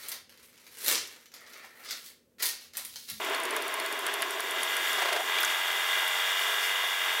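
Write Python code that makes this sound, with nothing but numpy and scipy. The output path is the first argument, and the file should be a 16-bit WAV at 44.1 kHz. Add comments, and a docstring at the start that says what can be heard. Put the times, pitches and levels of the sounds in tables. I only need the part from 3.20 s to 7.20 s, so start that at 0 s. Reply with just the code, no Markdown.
"""A dry cable ticks over a clattering idle and road noise, inside a small old car creeping to a halt.
The cable is tied to the wheels, so it ticks ever more slowly while the tyre noise fades. Just before
the stop the brake linings judder and groan; a few loose fittings click and knock. The engine idles on,
its tappets ringing the block under a fine hiss, and gears whine near the end.
A thin, mono microphone hears it all."""
import sys
import numpy as np
from scipy.fft import rfft, irfft, next_fast_len
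from scipy.io import wavfile
from scipy.ndimage import map_coordinates

SR = 44100
rng = np.random.default_rng(int(sys.argv[2]) if len(sys.argv) > 2 else 0)


def pcm_store(signal):
    """Save signal as 16-bit PCM."""
    levels = np.round(np.clip(np.atleast_2d(signal), -1, 1) * 32767)
    wavfile.write(sys.argv[1], SR, levels.astype(np.int16).T)


N = 176400
SCATTER_DB = 1.6  # hit-to-hit spread of each ringing mode


def amp(db):
    return 10 ** (np.asarray(db) / 20)


def unit(x):
    return x / np.sqrt(np.mean(x ** 2) + 1e-20)


def noise():
    return rng.standard_normal(N)


def clock():
    return np.arange(N) / SR


def curves(rows):
    """One automation curve for each column after the time."""
    times, *columns = np.transpose(rows)
    return [np.interp(clock(), times, column) for column in columns]


def along(points, hz):
    """Read (Hz, value) points on a log frequency axis."""
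    freqs, values = np.transpose(points)
    return np.interp(np.log(hz + 1), np.log(freqs), values)


def wobble(rate):
    """A smooth random curve, rate knots a second."""
    return map_coordinates(rng.standard_normal(2000), [clock() * rate], mode="wrap")


def burst(peak_s, rise_s, fall_s):
    """An envelope that swells to 1 at peak_s and dies away."""
    t = clock() - peak_s
    return np.exp(np.maximum(np.minimum(t / rise_s, -t / fall_s), -40))


def filtered(x, response):
    """x through a complex frequency response."""
    size = next_fast_len(N + SR // 2)
    return irfft(rfft(x, size) * response(np.fft.rfftfreq(size, 1 / SR)), size)[:N]


def coloured(x, points):
    """x through an EQ of (Hz, dB) points; white noise keeps its power."""
    return filtered(x, lambda hz: unit(amp(along(points, hz))))


def ringing(x, modes):
    """x through (Hz, width, dB) resonances; white noise keeps its power."""
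    def response(f):
        gain = sum(amp(db) * 1j * f * width / (hz * hz - f * f + 1j * f * width)
                   for hz, width, db in modes)
        gain *= f ** 2 / (f ** 2 + (modes[0][0] / 2) ** 2)  # low cut an octave under the first mode
        return gain / np.sqrt(np.mean(abs(gain) ** 2))
    return filtered(x, response)


def placed(starts, sounds):
    """Rows of sounds laid out from their start samples."""
    index = starts[:, None] + np.arange(sounds.shape[1])
    return np.bincount(np.maximum(index, 0).ravel(), sounds.ravel(), N)[:N]


def partial(hz, t, count, spread=0.0063):
    """One sine per hit, each with its own strength, detuning and phase."""
    strength, detune, phase = rng.standard_normal((count, 3)).T[:, :, None]
    return amp(SCATTER_DB * strength) * np.sin(2 * np.pi * (hz * (1 + spread * detune) * t + phase))


# Fade of the tyre noise (t/s, level/dB)
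ROAD_FADE = [(0, -35), (.3, -34), (.7, -36), (1.2, -38), (1.7, -39.5), (2.2, -42), (2.5, -53), (4, -54.5)]
# Tone of the tyres in the cabin (f/Hz, level/dB)
ROAD_EQ = [(25, -31), (110, -49), (170, -32), (260, -11.5), (340, -4), (405, 2.5), (500, -6), (580, -6.5),
           (660, 3.5), (760, -7.5), (1070, 4), (1180, -4.5), (2400, -5), (4000, -16.5), (8000, -36)]


def road():
    """A bed of tyre noise fades as the car slows."""
    level_db, = curves(ROAD_FADE)
    return amp(level_db + 1.3 * wobble(17.95)) * coloured(noise(), ROAD_EQ)


# Fader ride of the hiss (t/s, level/dB)
HISS_RIDE = [(0.0, -48), (0.3, -51), (1.06, -49.5), (1.29, -48), (1.59, -43.5), (1.75, -42.5), (1.9, -49),
             (2.13, -44), (2.25, -43.5), (2.78, -44.5), (3.27, -42), (4.0, -45)]
# Tone of the hiss (f/Hz, level/dB)
HISS_EQ = [(2500, -49), (3900, -26), (4500, 2), (6000, 9), (8400, 3), (9800, -5), (11000, -1), (12300, 2),
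           (14000, -9), (15600, -8), (15800, -16)]
# Resonances of the thin panels and the cabin (f/Hz, width/Hz, level/dB)
PANEL_MODES = [(4610, 140, -4), (4800, 190, -1.5), (5330, 240, 1), (5856, 170, 1), (6570, 140, -1.5),
               (7010, 160, 1.5), (7500, 130, -4), (8030, 150, -0.5), (8370, 100, -3), (9130, 98, -3),
               (10600, 200, -3), (11040, 240, -1.5), (11920, 280, -2.5), (12570, 310, -5.5),
               (13300, 110, -10), (14000, 320, -20)]


def hiss():
    """Fine mechanical hiss, partly ringing in thin panels."""
    level_db, = curves(HISS_RIDE)
    gain = amp(level_db + 1.23 * wobble(24.66))
    direct = amp(-7) * coloured(noise(), HISS_EQ)
    panels = amp(2) * ringing(noise(), PANEL_MODES)
    return gain * (direct + panels)


# Soft knocks in the bodywork (t/s, level/dB)
BODY_HITS = [(0.466, -31), (2.771, -35), (2.828, -33), (3.638, -36)]
# Their boxy tone (f/Hz, level/dB)
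BODY_EQ = [(150, -74), (380, -1), (520, -6), (660, 9.5), (900, 5), (1650, -4), (2500, -20), (6000, -28),
           (15000, -42)]


def body_knocks():
    """The bodywork gives a few dull knocks."""
    envelope = sum(amp(db) * burst(s, rise_s=0.0028, fall_s=0.0082) for s, db in BODY_HITS)
    return coloured(envelope * noise(), BODY_EQ)


# Clicks of loose fittings (t/s, level/dB, f/Hz, decay/s)
FITTING_HITS = [(0.2362, -29, 8800, 0.0014), (2.186, -20, 2400, 0.0024), (2.205, -30, 13900, 0.0073),
                (2.231, -25.5, 9800, .003), (2.2317, -25, 4900, 0.002), (2.233, -25, 1530, 0.008),
                (2.249, -22.5, 7230, 0.0023), (2.252, -33, 5500, 0.0012), (2.879, -28, 10500, 0.0024)]


def fittings():
    """Loose fittings click, each a snap of noise through one resonance."""
    out = np.zeros(N)
    for s, db, hz, decay in FITTING_HITS:
        snap = amp(db) * burst(s, rise_s=0.00092, fall_s=decay) * noise()
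        out += ringing(snap, [(hz, 0.15 * hz, 0)])
    return out


# Grabs of the brake linings (t/s, level/dB)
BRAKE_GRABS = [(1.79, -29), (1.823, -26), (1.858, -27.5), (1.889, -28), (1.929, -26), (1.965, -26.5),
               (2.004, -31)]
# Tone of a grab (f/Hz, level/dB)
GRAB_EQ = [(150, -79), (380, -2), (500, -7), (680, 4), (900, -3), (1650, -1), (2500, -5), (6000, -16),
           (15000, -24)]


def brake_judder():
    """The linings grab and slip in a quick stutter."""
    envelope = sum(amp(db) * burst(s, rise_s=0.0069, fall_s=0.011) for s, db in BRAKE_GRABS)
    return coloured(envelope * noise(), GRAB_EQ)


# Glide of the groaning linings (t/s, f/Hz, level/dB)
GROAN_GLIDE = [(1.9, 638, -77), (1.93, 647, -31), (1.985, 692, -41), (2.003, 693, -27.5), (2.025, 740, -37),
               (2.05, 750, -67)]


def brake_groan():
    """The linings groan upwards in one rough tone as the wheels stop."""
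    hz, db = curves(GROAN_GLIDE)
    gate = db > db.min()
    gain = amp(db + 1.5 * wobble(150))
    rough_hz = hz * (1 + 0.0589 * wobble(200))
    return gate * gain * np.sin(2 * np.pi * np.cumsum(rough_hz) / SR)


# Swell of the gear whine (t/s, level/dB)
WHINE_SWELL = [(2.6, -60), (3.0, -49), (3.12, -40), (3.4, -41), (3.7, -39.5), (3.85, -52), (4, -60)]


def gear_whine(phase, orders=(31, 38.5)):
    """Two clean gear tones, locked to the tappet strike rate: one at 31 times it, the other at 38.5 times it."""
    level_db, = curves(WHINE_SWELL)
    lower, upper = (amp(level_db + 1.5 * wobble(24))
                    * np.sin(2 * np.pi * (order * phase + 0.035 * wobble(40))) for order in orders)
    return lower + amp(-4) * upper


# Balance of the firing harmonics (f/Hz, level/dB)
FIRING_EQ = [(180, -42), (260, -26), (325, -17), (395, 3.5), (440, -1), (475, 5.5), (510, -3.5),
             (550, -7.5), (600, -0.5), (660, 3.5), (720, -2), (835, 2.5), (900, 5), (1300, 0)]


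def firing(phase):
    """Unsteady harmonics of the firing rate, which is half the strike rate."""
    mean_firing_hz = phase[-1] / 2 * SR / N
    out = np.zeros(N)
    for k in range(4, 28):
        gain = amp(along(FIRING_EQ, k * mean_firing_hz) + 3.0 * wobble(7))
        out += gain * np.sin(np.pi * k * phase + 2 * np.pi * rng.random())
    return unit(out)


# Tone of the engine's knock and mechanical wash (f/Hz, level/dB)
ENGINE_EQ = [(60, -47), (130, -46), (185, -38), (300, -28.5), (390, -12), (470, -16.5), (545, -13.5),
             (660, -2.5), (730, -7), (830, -2.5), (1150, 0), (1400, 2.5), (1650, 1), (1820, 0.5),
             (2050, 3.5), (2200, -1), (2330, 1.5), (2650, -6.5), (2850, -0.5), (3050, -4.5), (3300, 0.5),
             (3480, -1), (3700, 1.5), (3950, -11.5), (5000, -15), (9000, -19)]


def engine_knock(strikes, per_cycle=4, decay_s=0.018):
    """Each strike of the engine's cycle has a dense knock of its own."""
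    t = np.arange(SR // 10) / SR
    knocks = rng.standard_normal((per_cycle, len(t))) * np.exp(-t / decay_s)
    loop = placed(strikes, knocks[np.arange(len(strikes)) % per_cycle])
    return unit(coloured(loop, ENGINE_EQ))


def engine_wash():
    """Steady mechanical noise fills the gaps between knocks."""
    return coloured(noise(), ENGINE_EQ)


# Modes of the engine block (f/Hz, level/dB, delay after strike/s, swell/s, alternating accent/dB)
BLOCK_MODES = [(1650.6, -5, 0.00057, 0.0044, 0.7), (2029, -3.5, 0.0016, 0.0033, 1),
               (2358, -16, .001, 0.0033, 1), (2564, -20, 0.0011, 0.0071, 3),
               (2838, -5, 0.00068, 0.0034, 0.9), (3145, -11, 0.0011, 0.0034, 4.5),
               (3352, -5.5, 0.0025, .0042, 1.5), (3588, -7.5, 0.0021, 0.0039, 1.5),
               (4500, -23.5, 0.0016, 0.0068, -1)]


def tappets(strikes, slip_turns=0.12):
    """Two tappets take turns; each rings the block's modes nearly the same way every time."""
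    out = np.zeros(N)
    t = np.arange(SR // 25) / SR
    tappet = np.arange(len(strikes)) % 2
    accent = np.cos(np.pi * tappet)[:, None]
    for hz, db, delay, swell, accent_db in BLOCK_MODES:
        age = np.maximum(t - delay, 0) / swell
        envelope = (age * np.exp(1 - age)) ** 2
        strength, slip = rng.standard_normal((2, len(strikes)))[:, :, None]
        start_phase = rng.random(2)[tappet, None] + slip_turns * slip
        ring = np.sin(2 * np.pi * (hz * t + start_phase))
        gain = amp(db + accent_db * accent + SCATTER_DB * strength)
        out += placed(strikes, gain * envelope * ring)
    return out


# Wandering idle speed (t/s, tappet strike rate/Hz)
IDLE_SPEED = [(0.0, 85.1), (0.3, 83.5), (0.7, 91.6), (1.05, 86.3), (1.25, 92.5), (1.38, 86.4), (1.6, 92.2),
              (1.95, 88.5), (2.43, 88.8), (2.56, 86), (2.72, 90.6), (2.98, 89.8), (3.1, 93.3), (3.2, 94.2),
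              (3.27, 93.2), (3.4, 93.1), (3.46, 92), (3.56, 93.4), (3.7, 93.4), (3.8, 91.6), (3.87, 88.8),
              (4.0, 87.9)]
# Fader ride of the engine (t/s, level/dB)
ENGINE_RIDE = [(0, -35.5), (.14, -36), (.3, -39), (.65, -36.5), (.81, -39), (.9, -35), (1.05, -37.5),
               (1.22, -37), (1.33, -34.5), (1.4, -31), (1.78, -29.5), (1.95, -32), (2.05, -34.5),
               (2.09, -29), (2.9, -29), (3.2, -28.5), (3.7, -29), (4, -29)]


def engine():
    """Hum, tappets, knock, firing tones and wash share one fader; the gears whine on top."""
    strike_hz, = curves(IDLE_SPEED)
    level_db, = curves(ENGINE_RIDE)
    phase = np.cumsum(strike_hz) / SR  # one turn per strike
    strikes = np.flatnonzero(np.diff(np.floor(phase)))
    wash = amp(-6.5) * engine_wash()
    hum = amp(-51.5 + 2.7 * wobble(5.85)) * np.sin(4 * np.pi * phase)
    gain = amp(level_db + 0.38 * wobble(18) + 0.49 * wobble(9.05))
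    clatter = tappets(strikes) + amp(-6) * engine_knock(strikes)
    return gain * (hum + clatter + amp(-16) * firing(phase) + wash) + gear_whine(phase)


# Rubs of the cable in its sleeve (t/s, level/dB, rise and fall/s)
CABLE_RUBS = [(0.146, -31.5, 0.02), (0.371, -31, 0.012), (0.654, -34, 0.012), (0.877, -31, 0.029),
              (0.943, -34, 0.0034), (1.027, -26, 0.0061), (1.198, -29, 0.0033)]
# Tone of a rub (f/Hz, level/dB)
RUB_EQ = [(150, -44), (400, -4), (520, -18), (670, 6), (800, -13), (1070, 2), (1350, -1), (1680, 5.5),
          (2300, -4.5), (3500, -1.5), (4100, -13), (8000, -18), (15000, -31)]


def cable_rubs():
    """On some turns the cable rubs in its sleeve with a short rasp."""
    envelope = sum(amp(db) * burst(s, fade, fade) for s, db, fade in CABLE_RUBS)
    return coloured(envelope * noise(), RUB_EQ)


# Cable ticks, one a turn (t/s, tick level/dB, sleeve ring level/dB)
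TICK_CUES = [(0.047, -23, -45), (0.098, -26, -46), (0.1471, -23.5, -35), (0.1999, -21, -42),
             (0.2523, -18.5, -42), (0.3075, -18, -45), (0.364, -15.5, -40), (0.4216, -20, -42),
             (0.4795, -20.5, -43), (0.54, -18.5, -43), (0.599, -18.5, -33.5), (0.6611, -19.5, -36.5),
             (0.725, -20, -39), (0.791, -20.5, -45), (0.865, -14, -37), (0.939, -15, -38),
             (1.0204, -14, -41), (1.1067, -18, -54), (1.2035, -17, -41), (1.3087, -19, -47),
             (1.4317, -13, -43), (1.567, -15, -50), (1.73, -17, -49), (1.931, -19.5, -48)]
# Metallic modes of the cable (f/Hz, level/dB, decay/s)
CABLE_MODES = [(5900, -16, 0.0022), (6880, -12.5, .002), (8120, -17, 0.0021), (8830, -9.5, 0.0018),
               (9760, -10, .0012), (10530, -2.5, 0.001), (12100, -14, .001), (14200, -15, .001)]
# Bright tone of the dry scrape (f/Hz, level/dB)
SCRAPE_EQ = [(200, -50), (3000, -19), (4500, -4), (7000, -10.5), (10500, 1), (15800, -11.5)]


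def cable_ticks(delay_s=0.0016, rise_s=0.0011, sleeve_hz=4370):
    """Each turn of the dry cable gives a short scrape that rings the cable and its sleeve."""
    times, tick_db, sleeve_db = np.transpose(TICK_CUES)
    t = np.arange(-SR // 100, SR // 40) / SR  # zero at the tick's peak

    def envelope(fall_s):
        return np.exp(np.minimum(t / rise_s, -t / fall_s))

    starts = np.round((times + delay_s + t[0]) * SR).astype(int)
    gain = amp(tick_db[:, None] - 10.5)
    ring = sum(amp(db) * envelope(decay) * partial(hz, t, len(times)) for hz, db, decay in CABLE_MODES)
    sleeve = amp(sleeve_db[:, None]) * envelope(fall_s=0.0048) * partial(sleeve_hz, t, len(times))
    snap_and_tail = envelope(fall_s=0.001) + amp(-9.5) * envelope(fall_s=0.0065)
    scrape = coloured(placed(starts, gain * snap_and_tail) * noise(), SCRAPE_EQ)
    return placed(starts, gain * ring + sleeve) + amp(-5.5) * scrape


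def scene():
    """The cabin mix, the same on both channels."""
    cabin = road() + hiss() + body_knocks() + fittings()
    brakes = brake_judder() + brake_groan()
    return np.tile(cabin + brakes + engine() + cable_rubs() + cable_ticks(), (2, 1))


def record(dry, low_cut_hz=61, top_hz=15780):
    """The thin microphone drops the deep bass and keeps nothing above its band limit."""
    def response(hz):
        return (hz < top_hz) * hz / np.hypot(hz, low_cut_hz)
    return np.array([filtered(channel, response) for channel in dry])


dry = scene()
out = record(dry)
pcm_store(out)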